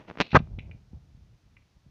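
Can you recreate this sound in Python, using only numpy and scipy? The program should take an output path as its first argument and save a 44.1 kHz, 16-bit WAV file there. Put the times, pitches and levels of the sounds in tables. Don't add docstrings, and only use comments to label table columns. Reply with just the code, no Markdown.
import sys
import numpy as np
from scipy import signal
from scipy.fft import rfft, irfft, next_fast_len
from scipy.io import wavfile
from scipy.ndimage import uniform_filter1d, minimum_filter1d

SR = 44100
rng = np.random.default_rng(int(sys.argv[2]) if len(sys.argv) > 2 else 0)


def master_out(mix):
    frames = np.transpose(np.atleast_2d(mix))
    ceiling = np.clip(frames, -1, 1)
    pcm = np.round(ceiling * 32767).astype(np.int16)
    wavfile.write(sys.argv[1], SR, pcm)


N = 83790
TOP_HZ = 15500

# frequency in Hz, gain in dB.
ROOM_TONE_EQ = [(30, -1), (100, 5.5), (200, -0.5), (300, -4.5), (450, -10.5), (900, -12.5), (2400, -16.5),
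                (4500, -18), (6200, -20), (7800, -31), (10000, -32.5), (15000, -37.5)]
# time in seconds, level in dB.
BRUSH_ENVELOPE = [(0, -49), (.03, -55), (.07, -62), (.085, -46), (.11, -50.5), (.13, -55.5), (.168, -58.5),
                  (.182, -50), (.193, -40.5), (.213, -30), (.235, -56.5), (.27, -53), (.288, -66),
                  (.325, -60)]
# frequency in Hz, gain in dB.
BRUSH_EQ = [(30, 0), (150, 4.5), (400, 3), (900, -4.5), (1700, -10.5), (2700, -12.5), (4000, -24.5),
            (6000, -30.5), (8500, -52)]
# start in seconds, peak in dB, treble corner in Hz.
SKIN_SNAPS = [(.0840, -34.5, 1960), (0.1004, -24.5, 1800), (0.102, -49, 6000), (.1118, -25.5, 1280),
              (.1555, -35, 1393), (0.1739, -25, 1800), (0.1862, -27, 2399), (.1890, -32.5, 3186),
              (.2031, -2, 3596), (.2100, -4.5, 3796), (.2150, -6.5, 4957), (0.219, -16, 3000),
              (0.2201, -15, 5000), (0.3475, -6, 997), (.3680, -32, 899.5), (0.3695, -5.5, 1094),
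              (0.4733, -42.5, 800), (0.587, -40, 910), (0.6958, -47.5, 702)]
# frequency in Hz, gain in dB.
CASE_EQ = [(30, -10.5), (90, 4.5), (220, 4.5), (600, 0.5), (1300, -1.5), (2600, -2), (4200, -8.5),
           (6300, -14), (8500, -34), (15000, -46)]
# time in seconds, level in dB.
SLIDE_ENVELOPE = [(.2, -62), (.212, -34), (.223, -38.5), (.234, -47.5), (.248, -50.5), (.256, -49),
                  (.279, -51.5), (.286, -58), (.302, -57), (.307, -47.5), (.312, -53), (.333, -44.5),
                  (.375, -50), (.4, -61)]
# frequency in Hz, gain in dB.
SLIDE_EQ = [(200, -26), (1700, -14), (2250, -4.5), (2650, 4.5), (3150, -8.5), (4100, -2), (4900, -15.5),
            (6200, -27.5), (8500, -53)]
# start in seconds, gain in dB, treble corner in Hz.
PLASTIC_TICKS = [(0.3163, -30, 4202), (0.3886, -37, 4020), (.5886, -38, 3850), (0.5927, -35, 3300),
                 (.6045, -47.5, 3000), (0.7121, -36.5, 2510), (0.7173, -45.5, 2436), (1.5673, -41, 2300),
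                 (1.5710, -49, 2300), (1.621, -58.5, 2603)]
# frequency in Hz, gain in dB, seconds to fall by 60 dB.
SHELL_MODES = [(2050, -8.5, .03), (2270, -4.5, .014), (2460, -0.5, .017), (2680, -3.5, 0.022),
               (2950, -5.5, .015), (3500, -6.5, .018), (3850, -8, .016), (5640, -1.5, .022)]
# time in seconds, force in dB.
DRAG_FORCE = [(.328, -51.5), (.333, -36), (.341, -38.5), (.346, -25.5), (.351, -15.5), (.355, -11),
              (.367, -10), (.373, -20), (.382, -49), (.396, -48.5), (.412, -59)]
# frequency in Hz, gain in dB.
DRAG_EQ = [(40, -20.5), (150, -2.5), (320, -1.5), (700, 2), (1100, 1), (1550, -0.5), (2200, -11.5),
           (3300, -20), (6200, -36.5), (8500, -58.5), (15000, -71)]
# time in seconds, relative level in dB.
RUMBLE_ENVELOPE = [(0.39, -30.5), (0.444, -40), (0.548, -40.5), (0.684, -42), (0.76, -45.5), (0.802, -52.5),
                   (0.906, -57.5), (0.94, -40), (1.008, -55), (1.344, -55), (1.406, -78), (1.454, -57.5),
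                   (1.63, -61.5), (1.718, -83), (1.768, -54.5), (1.814, -82), (1.866, -55), (1.9, -55)]
# frequency in Hz, gain in dB.
RUMBLE_EQ = [(15, -31), (28, -9), (50, 2), (110, 0), (170, -10), (260, -21.5), (400, -28.5), (800, -33.5),
             (1500, -52), (4000, -81.5)]
# start in seconds, gain in dB, pitch in Hz.
GRIP_BUMPS = [(.3305, -20, 170), (0.3461, -11.5, 130), (0.3681, -10, 150), (.379, -28, 90.5),
              (0.4031, -22.5, 160), (0.42, -29, 70), (0.51, -31, 50), (0.53, -33, 45), (0.5839, -32, 210),
              (0.747, -38.5, 120), (0.9324, -34.5, 166), (0.957, -43, 65.1), (1.148, -46.5, 129.2),
              (1.174, -50.5, 149), (1.765, -56, 108.7), (1.863, -46.5, 140)]
# frequency in Hz, seconds to fall by 60 dB.
ROOM_DECAY = [(100, 0.42), (2200, 0.3), (6000, .2), (12000, .1)]


def amp(db):
    return 10 ** (np.asarray(db) / 20)


def unit(x):
    return x / np.sqrt(np.mean(x ** 2) + 1e-20)


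def decay(t, t60):
    return np.exp(-np.log(1000) * t / t60)


def along(points, hz):
    freqs, values = np.transpose(points)
    return np.interp(np.log(hz + 1), np.log(freqs + 1), values)


def envelope(rows):
    times, db = np.transpose(rows)
    return amp(np.interp(np.arange(N) / SR, times, db, left=-200, right=-200))


def pass_filter(x, kind, hz, order=2):
    return signal.sosfilt(signal.butter(order, hz, kind, fs=SR, output="sos"), x)


def filtered(x, gain):
    size = next_fast_len(N + SR // 2)
    return irfft(rfft(x, size) * gain(np.fft.rfftfreq(size, 1 / SR)), size)[:N]


def coloured(x, eq):
    return unit(filtered(x, lambda hz: amp(along(eq, hz))))


def pulse(eq, corner_hz, size=4096):
    hz = np.fft.rfftfreq(size, 1 / SR)
    softness = 1 / np.sqrt(1 + (hz / corner_hz) ** 4)
    cepstrum = irfft(np.log(amp(along(eq, hz)) * softness))
    cepstrum[1:size // 2] *= 2
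    cepstrum[size // 2 + 1:] = 0
    wave = irfft(np.exp(rfft(cepstrum)))
    return wave / np.abs(wave).max()


def add(track, start, sound):
    part = track[max(0, round(start * SR)):][:len(sound)]
    part += sound[:len(part)]


def room_tone():
    return amp(-68.5) * coloured(rng.standard_normal(N), ROOM_TONE_EQ)


def skin_rub(swell, eq, grains_per_s):
    grains = (rng.random(N) < grains_per_s / SR) * rng.standard_normal(N)
    return envelope(swell) * coloured(grains, eq)


def skin_snaps():
    out = np.zeros(N)
    for start, db, corner_hz in SKIN_SNAPS:
        add(out, start, amp(db) * pulse(CASE_EQ, corner_hz))
    return out


def plastic_ticks(rise_s=.0005):
    out, t = np.zeros(N), np.arange(SR // 10) / SR
    attack = 1 - np.exp(-t / rise_s)
    for start, db, corner_hz in PLASTIC_TICKS:
        ring = np.zeros(len(t))
        for hz, mode_db, t60 in SHELL_MODES:
            strength = amp(mode_db + rng.normal(0, 1.5))
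            ring += strength * decay(t, t60) * np.sin(2 * np.pi * (hz * t + rng.random()))
        crack = amp(-4.5) * rng.standard_normal(len(t)) * decay(t, t60=.02)
        tick = (ring + pass_filter(crack, "high", 1600)) * attack
        add(out, start, amp(db) * pass_filter(tick, "low", corner_hz, order=6))
    return out


def skin_drag(slips_per_s=640, scatter=.24, spread_db=1, grit_db=-1.5):
    jitter, direction, weight = rng.standard_normal((2048, 3)).T
    times = DRAG_FORCE[0][0] + (np.arange(len(jitter)) + scatter * jitter) / slips_per_s
    sizes = np.sign(direction) * amp(-spread_db * weight)
    slips = np.bincount((times * SR).astype(int), sizes, N)[:N]
    slips /= np.sqrt(np.mean(sizes ** 2) * slips_per_s / SR)
    grit = amp(grit_db) * rng.standard_normal(N)
    force = envelope(DRAG_FORCE)
    scrape = signal.fftconvolve((slips + grit) * force, pulse(DRAG_EQ, TOP_HZ))[:N]
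    return unit(scrape) * np.sqrt(np.mean(force ** 2))


def camera_handling(rumble_db=-1, bump_cycles=3.95, rise_s=.0008):
    out = amp(rumble_db) * envelope(RUMBLE_ENVELOPE) * coloured(rng.standard_normal(N), RUMBLE_EQ)
    t = np.arange(SR // 5) / SR
    attack = 1 - np.exp(-t / rise_s)
    for start, db, hz in GRIP_BUMPS:
        bump = np.sin(2 * np.pi * hz * t) * decay(t, bump_cycles / hz) * attack
        add(out, start, 2 * amp(db) * bump)
    return pass_filter(out, "low", 1200)


def reverb(x):
    hz, t, noise = signal.stft(rng.standard_normal(SR // 2), SR, nperseg=256)
    fade = decay(t, along(ROOM_DECAY, hz)[:, None])
    tail = signal.istft(noise * fade, SR, nperseg=256)[1]
    return signal.fftconvolve(x, tail / np.linalg.norm(tail))[:N]


def scene():
    skin = skin_snaps() + skin_drag()
    skin += skin_rub(BRUSH_ENVELOPE, BRUSH_EQ, grains_per_s=4500)
    skin += skin_rub(SLIDE_ENVELOPE, SLIDE_EQ, grains_per_s=2400)
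    ticks = plastic_ticks()
    room = room_tone() + amp(-48) * reverb(skin) + amp(-13) * reverb(ticks)
    return (skin + ticks + room + camera_handling())[None]


def record(dry):
    ceiling, window = amp(-1.5), int(.002 * SR)
    x = pass_filter(dry[0], "high", 32)
    gain = np.minimum(1, ceiling / (np.abs(x) + 1e-9))
    held = minimum_filter1d(gain, 2 * window)
    smoothed = uniform_filter1d(uniform_filter1d(held, window), window)
    return filtered(x * smoothed, lambda hz: hz < TOP_HZ)[None]


dry = scene()
out = record(dry)
master_out(out)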